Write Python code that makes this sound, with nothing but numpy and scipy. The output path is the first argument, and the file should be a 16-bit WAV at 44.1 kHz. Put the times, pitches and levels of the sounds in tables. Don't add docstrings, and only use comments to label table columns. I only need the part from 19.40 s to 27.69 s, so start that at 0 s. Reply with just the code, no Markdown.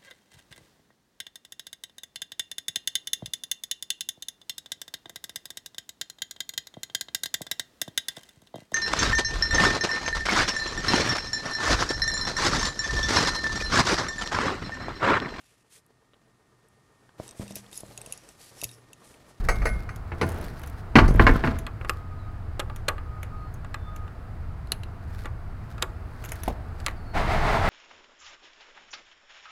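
import sys
import numpy as np
from scipy import signal
from scipy.fft import rfft, irfft, next_fast_len
from scipy.io import wavfile
from scipy.ndimage import uniform_filter1d, minimum_filter1d, map_coordinates

SR = 44100
rng = np.random.default_rng(int(sys.argv[2]) if len(sys.argv) > 2 else 0)


def dump(signal):
    limited = np.clip(np.atleast_2d(signal).T, -1, 1)
    pcm = np.round(limited * 32767).astype(np.int16)
    wavfile.write(sys.argv[1], SR, pcm)


N = 365588
TIME = np.arange(N) / SR
LONG_HIT, SHORT_HIT = TIME[:SR // 2], TIME[:SR // 10]


def amp(db):
    return 10 ** (np.asarray(db) / 20)


def unit(x):
    return x / np.sqrt(np.mean(x ** 2) + 1e-20)


def along(points, hz):
    freqs, values = np.transpose(points)
    return np.interp(np.log(hz + 1), np.log(freqs + 1), values)


def wobble(rate_hz):
    return map_coordinates(rng.standard_normal(int(N * rate_hz / SR) + 4), [TIME * rate_hz])


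def filtered(x, response):
    size = next_fast_len(len(x) + 8192)
    return irfft(rfft(x, size) * response(np.fft.rfftfreq(size, 1 / SR)), size)[:len(x)]


def noise(colour):
    return unit(filtered(rng.standard_normal(N), lambda hz: amp(along(colour, hz))))


def add(track, start_s, sound):
    room = track[max(round(start_s * SR), 0):][:len(sound)]
    room += sound[:len(room)]


def rise(t, attack_s):
    return 1 - np.exp(-(t / attack_s) ** 2)


def gestures(rows, attack_s, release_s):
    envelope = np.zeros(N)
    for start_s, length_s, level_db in rows:
        before = np.maximum(start_s - TIME, 0) / attack_s
        after = np.maximum(TIME - (start_s + length_s), 0) / release_s
        envelope += amp(level_db) * np.exp(-np.log(1000) * np.minimum(before + after, 10))
    return envelope


def clatter(t, colour, decay, tint=np.zeros_like, decay_scale=1):
    hz = np.fft.rfftfreq(len(t), 1 / SR)
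    phases = np.exp(2j * np.pi * rng.random(len(hz)))
    spectrum = unit(amp(along(colour, hz))) * amp(tint(hz)) * phases * np.sqrt(len(t))
    octaves_hz = np.geomspace(62.5, 16000, 9)
    bands = np.array([np.interp(np.log(hz + 1), np.log(octaves_hz), row) for row in np.eye(9)])
    t60_s = along(decay, octaves_hz)[:, None] * decay_scale
    return np.sum(irfft(spectrum * bands, len(t)) * np.exp(-np.log(1000) * t / t60_s), axis=0)


def ring(t, modes):
    pitch_hz, level_db, t60_s = np.transpose(modes)[:, :, None]
    return amp(level_db) * np.sin(2 * np.pi * pitch_hz * t) * np.exp(-np.log(1000) * t / t60_s)


def blows(t, hits, colour, decay, modes, body_db, ring_db, crack_db, crack_s, contact_s, low, high):
    track = np.zeros(N)
    (low_hz, low_db), (high_hz, high_db) = low, high
    partials, pitches_hz = ring(t, modes), np.transpose(modes)[0]
    crack = 1 + amp(crack_db) * np.exp(-t / crack_s)
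    for start_s, level_db, knock_db, edge_db, decay_scale in hits:
        shelves = [(low_hz, knock_db + low_db), (1200, 0), (2200, 0), (high_hz, edge_db + high_db)]
        tint = lambda hz: along(shelves, hz)
        body = amp(body_db) * crack * clatter(t, colour, decay, tint, decay_scale)
        spot_db = rng.normal(0, 3, len(modes))
        weights = amp(ring_db + tint(pitches_hz) + spot_db) * rng.choice([-1, 1], len(modes))
        add(track, start_s, amp(level_db) * rise(t, contact_s) * (body + weights @ partials))
    return track


# freq_hz, gain_db
IDLE_COLOUR = [(12, -31), (20, 11), (27, -2.5), (48, 1.5), (96, 2.5), (107, 1.5), (123, -5.5), (216, -19),
               (243, -20), (297, -24), (330, -25), (430, -55), (730, -120)]
TRAFFIC_COLOUR = [(88, -24), (150, -3.5), (244, -7.5), (494, -9), (555, -15), (650, -7), (980, -12.5),
                  (1300, -10.5), (1560, -14.5), (2500, -25.5), (3350, -32.5), (4800, -32.5), (5700, -39.5),
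                  (10000, -41.5), (16000, -45.5)]

def yard(close_start_s=2.52, close_length_s=3.5, fade_s=0.9):
    inside_s = np.minimum(TIME - close_start_s, close_start_s + close_length_s - TIME)
    close = np.clip(inside_s / fade_s + 1, 0, 1)
    trucks = amp(-36 + close) * noise(IDLE_COLOUR)
    traffic = amp(-47 - 2 * close) * noise(TRAFFIC_COLOUR)
    return trucks + traffic


def whistles(rows, waver, waver_hz, flutter_db):
    track = np.zeros(N)
    drift = 1 + waver * wobble(waver_hz)
    flutter = amp(flutter_db * wobble(33))
    for start_s, end_s, start_hz, end_hz, level_db in rows:
        progress = np.clip((TIME - start_s) / (end_s - start_s), 0, 1)
        pitch_hz = (start_hz + (end_hz - start_hz) * progress) * drift
        swell = np.sqrt(np.abs(np.sin(np.pi * progress)))
        track += amp(level_db) * swell * np.sin(2 * np.pi * np.cumsum(pitch_hz) / SR)
    return track * flutter


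# start_s, end_s, start_hz, end_hz, level_db
SQUEALS = [(2.54, 2.99, 1250, 1249, -49.5), (3.62, 3.9, 1247, 1246, -49), (3.89, 4.09, 1244, 1244, -44.5),
           (4.44, 4.7, 1245, 1243, -45.5), (3.96, 4.12, 4250, 4250, -70), (4.34, 4.56, 3555, 3545, -62.5)]

def squeals():
    return whistles(SQUEALS, waver=0.001, waver_hz=60, flutter_db=2.6)


# start_s, end_s, start_hz, end_hz, level_db
BIRD_CALLS = [(2.77, 2.89, 4150, 3650, -68), (7.55, 7.64, 4650, 4400, -65), (7.65, 7.75, 4400, 4330, -59)]

def bird():
    return whistles(BIRD_CALLS, waver=0.02, waver_hz=400, flutter_db=2)


# freq_hz, gain_db
AIR_COLOUR = [(88, -31), (150, -12), (264, -9), (315, -3.5), (361, -7.5), (431, -1.5), (514, -9.5),
              (649, 2.5), (1310, -4.5), (1560, -7.5), (2020, -6.5), (2760, -16), (4670, -22.5),
              (5360, -27.5), (16000, -46)]
AIR_RUMBLE_COLOUR = [(12, -30), (20, 7), (38, -6.5), (59, -6), (97, -7.5), (211, -17), (250, -21),
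                     (320, -50), (550, -120)]

def rushing_air(start_s=7.728, growth_db_per_s=4, gust_db=1.63):
    age_s = np.maximum(TIME - start_s, 0)
    flow = rise(age_s, 0.025) * amp(-27 + growth_db_per_s * age_s)
    rush = noise(AIR_COLOUR) * amp(gust_db * wobble(25))
    return flow * (rush + amp(1) * noise(AIR_RUMBLE_COLOUR))


# freq_hz, t60_s
REVERB_DECAY = [(150, 1), (1000, 0.55), (4000, 0.17), (12000, 0.28)]

def reverb(x, wet_db):
    colour = [(100, -13), (1500, -11), (4000, -18), (14000, -13)]
    tail = clatter(LONG_HIT, colour, REVERB_DECAY) * rise(LONG_HIT, 0.004)
    return amp(wet_db) * signal.fftconvolve(x, tail / np.linalg.norm(tail))[:N]


# start_s, level_db
BOOT_HITS = [(7.078, -17), (7.101, -26.5)]
# freq_hz, gain_db
BOOT_COLOUR = [(30, -13), (60, -3), (130, -10.5), (450, -13.5), (760, -5), (1000, -14.5), (1500, -26),
               (3600, -37), (8000, -50)]

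def footstep(contact_s=0.00045):
    track = np.zeros(N)
    for start_s, level_db in BOOT_HITS:
        thud = clatter(LONG_HIT, BOOT_COLOUR, decay=[(100, 0.14), (800, 0.04), (4000, 0.077)])
        add(track, start_s, amp(level_db) * rise(LONG_HIT, contact_s) * thud)
    return track


def friction(colour, grain_db, clump_db):
    return unit(noise(colour) * amp(grain_db * wobble(600) + clump_db * wobble(60)))


# start_s, length_s, level_db
GLOVE_STROKES = [(0.0, 0.4, -53), (0.83, 0.29, -53), (1.19, 0.21, -60), (2.5, 0.07, -58), (5.71, 0.16, -58),
                 (6.27, 0.17, -61.5), (6.82, 0.29, -54.5), (7.41, 0.091, -58)]
# freq_hz, gain_db
GLOVE_COLOUR = [(900, -30), (1500, 17), (2800, 2), (4500, 5.5), (7000, -3.5), (11000, -3.5), (14000, -5),
                (16000, -13)]

def gloves():
    strokes = gestures(GLOVE_STROKES, attack_s=0.48, release_s=0.17)
    return strokes * friction(GLOVE_COLOUR, grain_db=5, clump_db=4)


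# start_s, length_s, level_db
CHAIN_STIRS = [(0.86, 0.2, -33.5), (1.182, 0.13, -35.5), (1.7, 0.28, -32.5), (6.83, 0.13, -30.5)]

def chain_touches(touches_per_s=45, spread_db=2, mid_db=-7.5):
    slots_s = np.arange(0, N / SR, 1 / touches_per_s)
    chance = rng.random((len(slots_s), 2))
    times_s = slots_s + chance[:, 0] / touches_per_s
    accents_db = spread_db * (2 * chance[:, 1] - 1)
    return [(time_s, level_db + accent_db, mid_db)
            for start_s, length_s, level_db in CHAIN_STIRS
            for time_s, accent_db in zip(times_s, accents_db) if start_s < time_s < start_s + length_s]


# start_s, level_db, mid_db
CHAIN_CLINKS = [(0.5598, -30, -8), (0.89, -22, -13), (0.9178, -30, -9), (1.235, -28, -5), (1.273, -27, -16),
                (2.1873, -23.5, -12), (3.3608, -26, -8), (3.83, -29, -2.5), (4.14, -32, -24),
                (4.5615, -32.5, -3.5), (6.857, -29, -1.5), (6.9188, -18, -12), (7.0338, -19, -7),
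                (7.0807, -26, -17), (7.4824, -27, 1)]
# freq_hz, gain_db
LINK_COLOUR = [(1200, -6), (2000, -1.5), (3400, -12), (5000, -11), (6500, 1), (8500, -5), (10400, 1),
               (13000, 1), (16000, -8)]
# pitch_hz, level_db, t60_s
LINK_MODES = [(10240, 1, 0.06), (9700, 3, 0.15)]

def chain(trim_db=-11, colour_spread_db=4, size_spread=0.067, contact_s=0.00061):
    track = np.zeros(N)
    bands_hz = np.geomspace(3000, 16000, 16)
    for start_s, level_db, mid_db in list(CHAIN_CLINKS) + chain_touches():
        link_eq = np.column_stack([bands_hz, colour_spread_db * rng.standard_normal(len(bands_hz))])
        tint = lambda hz: along([(3500, mid_db + 16.5), (6500, 0)], hz) + along(link_eq, hz)
        tick = clatter(SHORT_HIT, LINK_COLOUR, [(3000, 0.03), (12000, 0.018)], tint)
        shimmer = clatter(SHORT_HIT, LINK_COLOUR, [(3000, 0.23), (12000, 0.031)], tint)
        detune = 1 + size_spread * rng.standard_normal()
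        ping = ring(SHORT_HIT * detune, LINK_MODES).sum(axis=0)
        clink = tick + amp(-17) * shimmer + amp(-29) * ping
        add(track, start_s, amp(level_db + trim_db) * rise(SHORT_HIT, contact_s) * clink)
    return track


# start_s, level_db, knock_db, edge_db, decay_scale
SEAL_HITS = [(5.2725, -39, -10, 0, 0.72), (5.3193, -8, 9.5, 0.5, 1.04), (5.4337, -21.5, -5, -10.5, 1.4)]
# freq_hz, gain_db
SEAL_COLOUR = [(350, -26), (600, -21), (1750, -11), (2370, -15), (2760, -5), (3530, -14), (4160, 2.5),
               (4910, -17), (6830, -15), (7520, -13), (8740, -23), (10000, -8), (16000, -28)]
# freq_hz, t60_s
SEAL_DECAY = [(1000, 0.13), (4000, 0.045), (12000, 0.032)]
# pitch_hz, level_db, t60_s
SEAL_MODES = [(3010, -14, .025), (4160, 8, 0.011), (7780, -5, .02), (10800, -7, 0.014)]

def seal():
    return blows(SHORT_HIT, SEAL_HITS, SEAL_COLOUR, SEAL_DECAY, SEAL_MODES,
                 body_db=-20, ring_db=-19, crack_db=13.5, crack_s=0.0019, contact_s=0.00054,
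                 low=(503, 3.5), high=(6000, 0))


# start_s, level_db, knock_db, edge_db, decay_scale
HASP_HITS = [(2.266, -18.5, -29, -21.5, 0.95), (2.412, -22.5, -23, -38, 0.65), (2.447, -20, -27, -30, 0.77),
             (2.495, -9, -21.5, -12.5, 0.5), (3.1946, -19.5, -15, -12.5, 0.92),
             (3.1985, -10, -32, -16.5, 0.64), (3.298, -24.5, -19, -28, 0.66),
             (3.482, -15.5, -14.5, -12.5, 0.74), (3.485, -6.5, -24.5, -15, 0.78),
             (3.581, -26, -26, -30, 1.0), (4.246, -27, -26, -27, 0.74), (4.343, -15, -32, -22.5, 0.64),
             (4.678, -35, -34, -25, 0.82), (5.846, -27, -21, -31, 0.67), (5.856, -18.5, -26.5, -26.5, 0.89),
             (6.38, -29, -26, -23, 1.0), (6.4197, -21, -26, -24, 1.0), (6.424, -9.5, -19.5, -11.5, 0.68),
             (7.401, -31, -28, -14, 1.0), (7.463, -11, -32, -12.5, 0.95)]
# freq_hz, gain_db
HASP_COLOUR = [(120, -46), (200, -32.5), (380, 3.5), (600, -5.5), (1160, -6), (1400, -5.5), (2200, -9),
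               (3970, -10.5), (5630, -24.5), (7500, -18.5), (9000, -24.5), (11000, -24.5), (16000, -41)]
# freq_hz, t60_s
HASP_DECAY = [(400, 0.18), (1300, 0.16), (3000, 0.02), (10000, 0.024)]
# pitch_hz, level_db, t60_s
HASP_MODES = [(1165, -5, 0.12), (1240, 4, 0.12), (1780, -25, 0.046), (2640, 1, 0.025), (4080, -3.5, 0.021),
              (7140, -30, 0.06), (11240, -21.5, 0.054), (13320, -27, 0.065)]

def hasp(echo_s=0.0036, echo_db=-7):
    direct = blows(SHORT_HIT, HASP_HITS, HASP_COLOUR, HASP_DECAY, HASP_MODES,
                   body_db=-14.5, ring_db=-20, crack_db=5, crack_s=0.0022, contact_s=0.00055,
                   low=(500, 18.5), high=(4950, 21.5))
    return direct + amp(echo_db) * np.interp(TIME - echo_s, TIME, direct, left=0)


# start_s, length_s, level_db
CAM_SCRAPES = [(1.6, 0.04, -31), (1.81, 0.16, -33.5), (2.05, 0.027, -31.5)]
# freq_hz, gain_db
CAM_COLOUR = [(300, -3), (1500, 6.5), (2600, -6.5), (3300, -9.5), (4500, -11.5), (7000, -24), (11500, -27),
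              (16000, -31)]

def cams(trim_db=-3):
    slides = gestures(CAM_SCRAPES, attack_s=0.1, release_s=0.38)
    return amp(trim_db) * slides * friction(CAM_COLOUR, grain_db=3, clump_db=3)


# start_s, level_db, knock_db, edge_db, decay_scale
ROD_HITS = [(0.086, -8.5, -13.5, -18, 0.96), (0.218, -23, -12, -26, 1.0), (0.254, -10, -14, -21, 0.47),
            (0.267, -15.5, -18, -21, 0.81), (0.49, -27.5, -32, -22, 0.92),
            (0.812, -18.5, -4.5, -18.5, 0.64), (1.678, -24.5, -28, -10.5, 0.87)]
# freq_hz, gain_db
ROD_COLOUR = [(120, -45), (200, -22), (683, -5.5), (1100, -11.5), (1230, 1), (1740, -6.5), (2210, -2.5),
              (3490, -35.5), (4430, -21.5), (6170, -29.5), (7830, -34), (10500, -37), (16000, -42)]
# freq_hz, t60_s
ROD_DECAY = [(500, 0.19), (2000, 0.074), (5000, 0.14), (10000, 0.091)]
# pitch_hz, level_db, t60_s
ROD_MODES = [(455, -1.5, 0.16), (652, -17, 0.46), (1234, -5, 0.08), (1504, -4, 0.25), (1915, 0, 0.079),
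             (2140, -4.5, 0.44), (2270, -12.5, 0.34), (4300, -11, 0.083), (6100, -15.5, 0.17),
             (6450, -14, 0.19), (7840, -23, 0.2), (8760, -22, 0.19), (10300, -16, 0.25),
             (11000, -20, 0.069), (14280, -28, .2)]

def lock_rod():
    return blows(LONG_HIT, ROD_HITS, ROD_COLOUR, ROD_DECAY, ROD_MODES,
                 body_db=-8, ring_db=-21, crack_db=-13, crack_s=0.0055, contact_s=0.0014,
                 low=(503, 17), high=(5000, 22.5))


# start_s, length_s, air_db, shudder_db
SWINGS = [(0.0, 0.35, -24, -49.5), (0.815, 0.22, -46, -39.5), (1.593, 0.11, -16.5, -57),
          (1.77, 0.14, -18, -36), (2.054, 0.062, -24, -38.5)]
# freq_hz, gain_db
BUFFET_COLOUR = [(12, -29), (20, 11), (44, 6.5), (184, -15), (222, -13), (252, -26), (400, -23.5),
                 (520, -32), (880, -120)]
SHUDDER_COLOUR = [(88, -10), (150, 1), (244, -8), (500, -8.5), (1000, -15.5), (1560, -17.5), (2500, -27),
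                  (5000, -39.5), (16000, -54)]

def door_swings(shudder_trim_db=1):
    rows = np.array(SWINGS)
    air = gestures(rows[:, [0, 1, 2]], attack_s=0.17, release_s=0.35)
    walls = gestures(rows[:, [0, 1, 3]], attack_s=0.17, release_s=0.52)
    return air * noise(BUFFET_COLOUR) + amp(shudder_trim_db) * walls * noise(SHUDDER_COLOUR)


# start_s, level_db
DOOR_BUMPS = [(1.598, -13), (1.671, -21), (1.688, -5.5), (1.709, -5), (1.749, -7.5), (1.94, -15),
              (1.959, -7)]

def door_bumps(push_s=0.0011, trim_db=2):
    track = np.zeros(N)
    progress = LONG_HIT / push_s
    push = -progress * (2 - progress) * np.exp(-progress)
    for start_s, level_db in DOOR_BUMPS:
        add(track, start_s, amp(level_db + trim_db) * push)
    return track


# start_s, level_db, knock_db, edge_db, decay_scale
DOOR_HITS = [(0.718, -25, -9.5, -36, 1), (0.813, -15, -10, -21.5, 1.0), (0.828, -17, -3, -36, 0.72),
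             (1.5549, 0.5, -8.5, -23.5, 0.92), (1.562, -2.5, -8.5, -32, 0.83), (1.585, 0, -18.5, -29, 0.9),
             (1.795, -2.5, -9, -40, 0.7), (1.867, 0, -15.5, -32, 0.75), (1.892, -12.5, -6.5, -46, 0.96),
             (2.038, -12, -8.5, -38, 0.98), (2.072, -19, -5, -27, 1.0)]
# freq_hz, gain_db
DOOR_COLOUR = [(40, -32), (96, -6), (171, -13), (235, -4), (400, -11.5), (540, -16), (700, -14.5),
               (1100, -14), (1900, -15), (2850, -21.5), (3400, -32.5), (4300, -31), (7000, -50),
               (16000, -66)]
# freq_hz, t60_s
DOOR_DECAY = [(80, 0.49), (300, 0.19), (1200, 0.1), (3000, 0.073), (10000, 0.16)]
# pitch_hz, level_db, t60_s
DOOR_MODES = [(86.3, -0.5, .4), (139, -4, 0.28), (226, -1.5, 0.33), (337.6, 1, 0.21), (449, -2, 0.17),
              (661, -13.5, 0.81), (890, -9, 0.12), (1028, 2.5, 0.11), (1141, -3, 0.094), (1436, -4.5, 0.16),
              (1617, -1.5, 0.1), (1770, -9, 0.15), (2190, -6, 0.09), (2670, -23, 0.13), (2920, -11, 0.076),
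              (3080, -33, 0.16), (4342, -27, .12)]

def door_slam():
    return blows(LONG_HIT, DOOR_HITS, DOOR_COLOUR, DOOR_DECAY, DOOR_MODES,
                 body_db=-6, ring_db=-17.5, crack_db=-12, crack_s=0.0049, contact_s=0.00063,
                 low=(302, 9), high=(4530, 28.5))


def scene():
    heavy = door_slam() + door_bumps() + lock_rod() + footstep()
    light = hasp() + seal() + chain()
    tails = reverb(heavy, wet_db=-18.5) + reverb(light, wet_db=-21.5)
    movement = gloves() + cams() + door_swings()
    ambience = yard() + squeals() + bird() + rushing_air()
    return (heavy + light + tails + movement + ambience)[None]


def record(dry, ceiling=1.0, top_hz=15900):
    needed_gain = np.minimum(1, ceiling / (np.abs(dry[0]) + 1e-9))
    smooth_gain = uniform_filter1d(minimum_filter1d(needed_gain, size=65), size=65)
    return filtered(dry[0] * smooth_gain, lambda hz: hz < top_hz)[None]


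dry = scene()
out = record(dry)
dump(out)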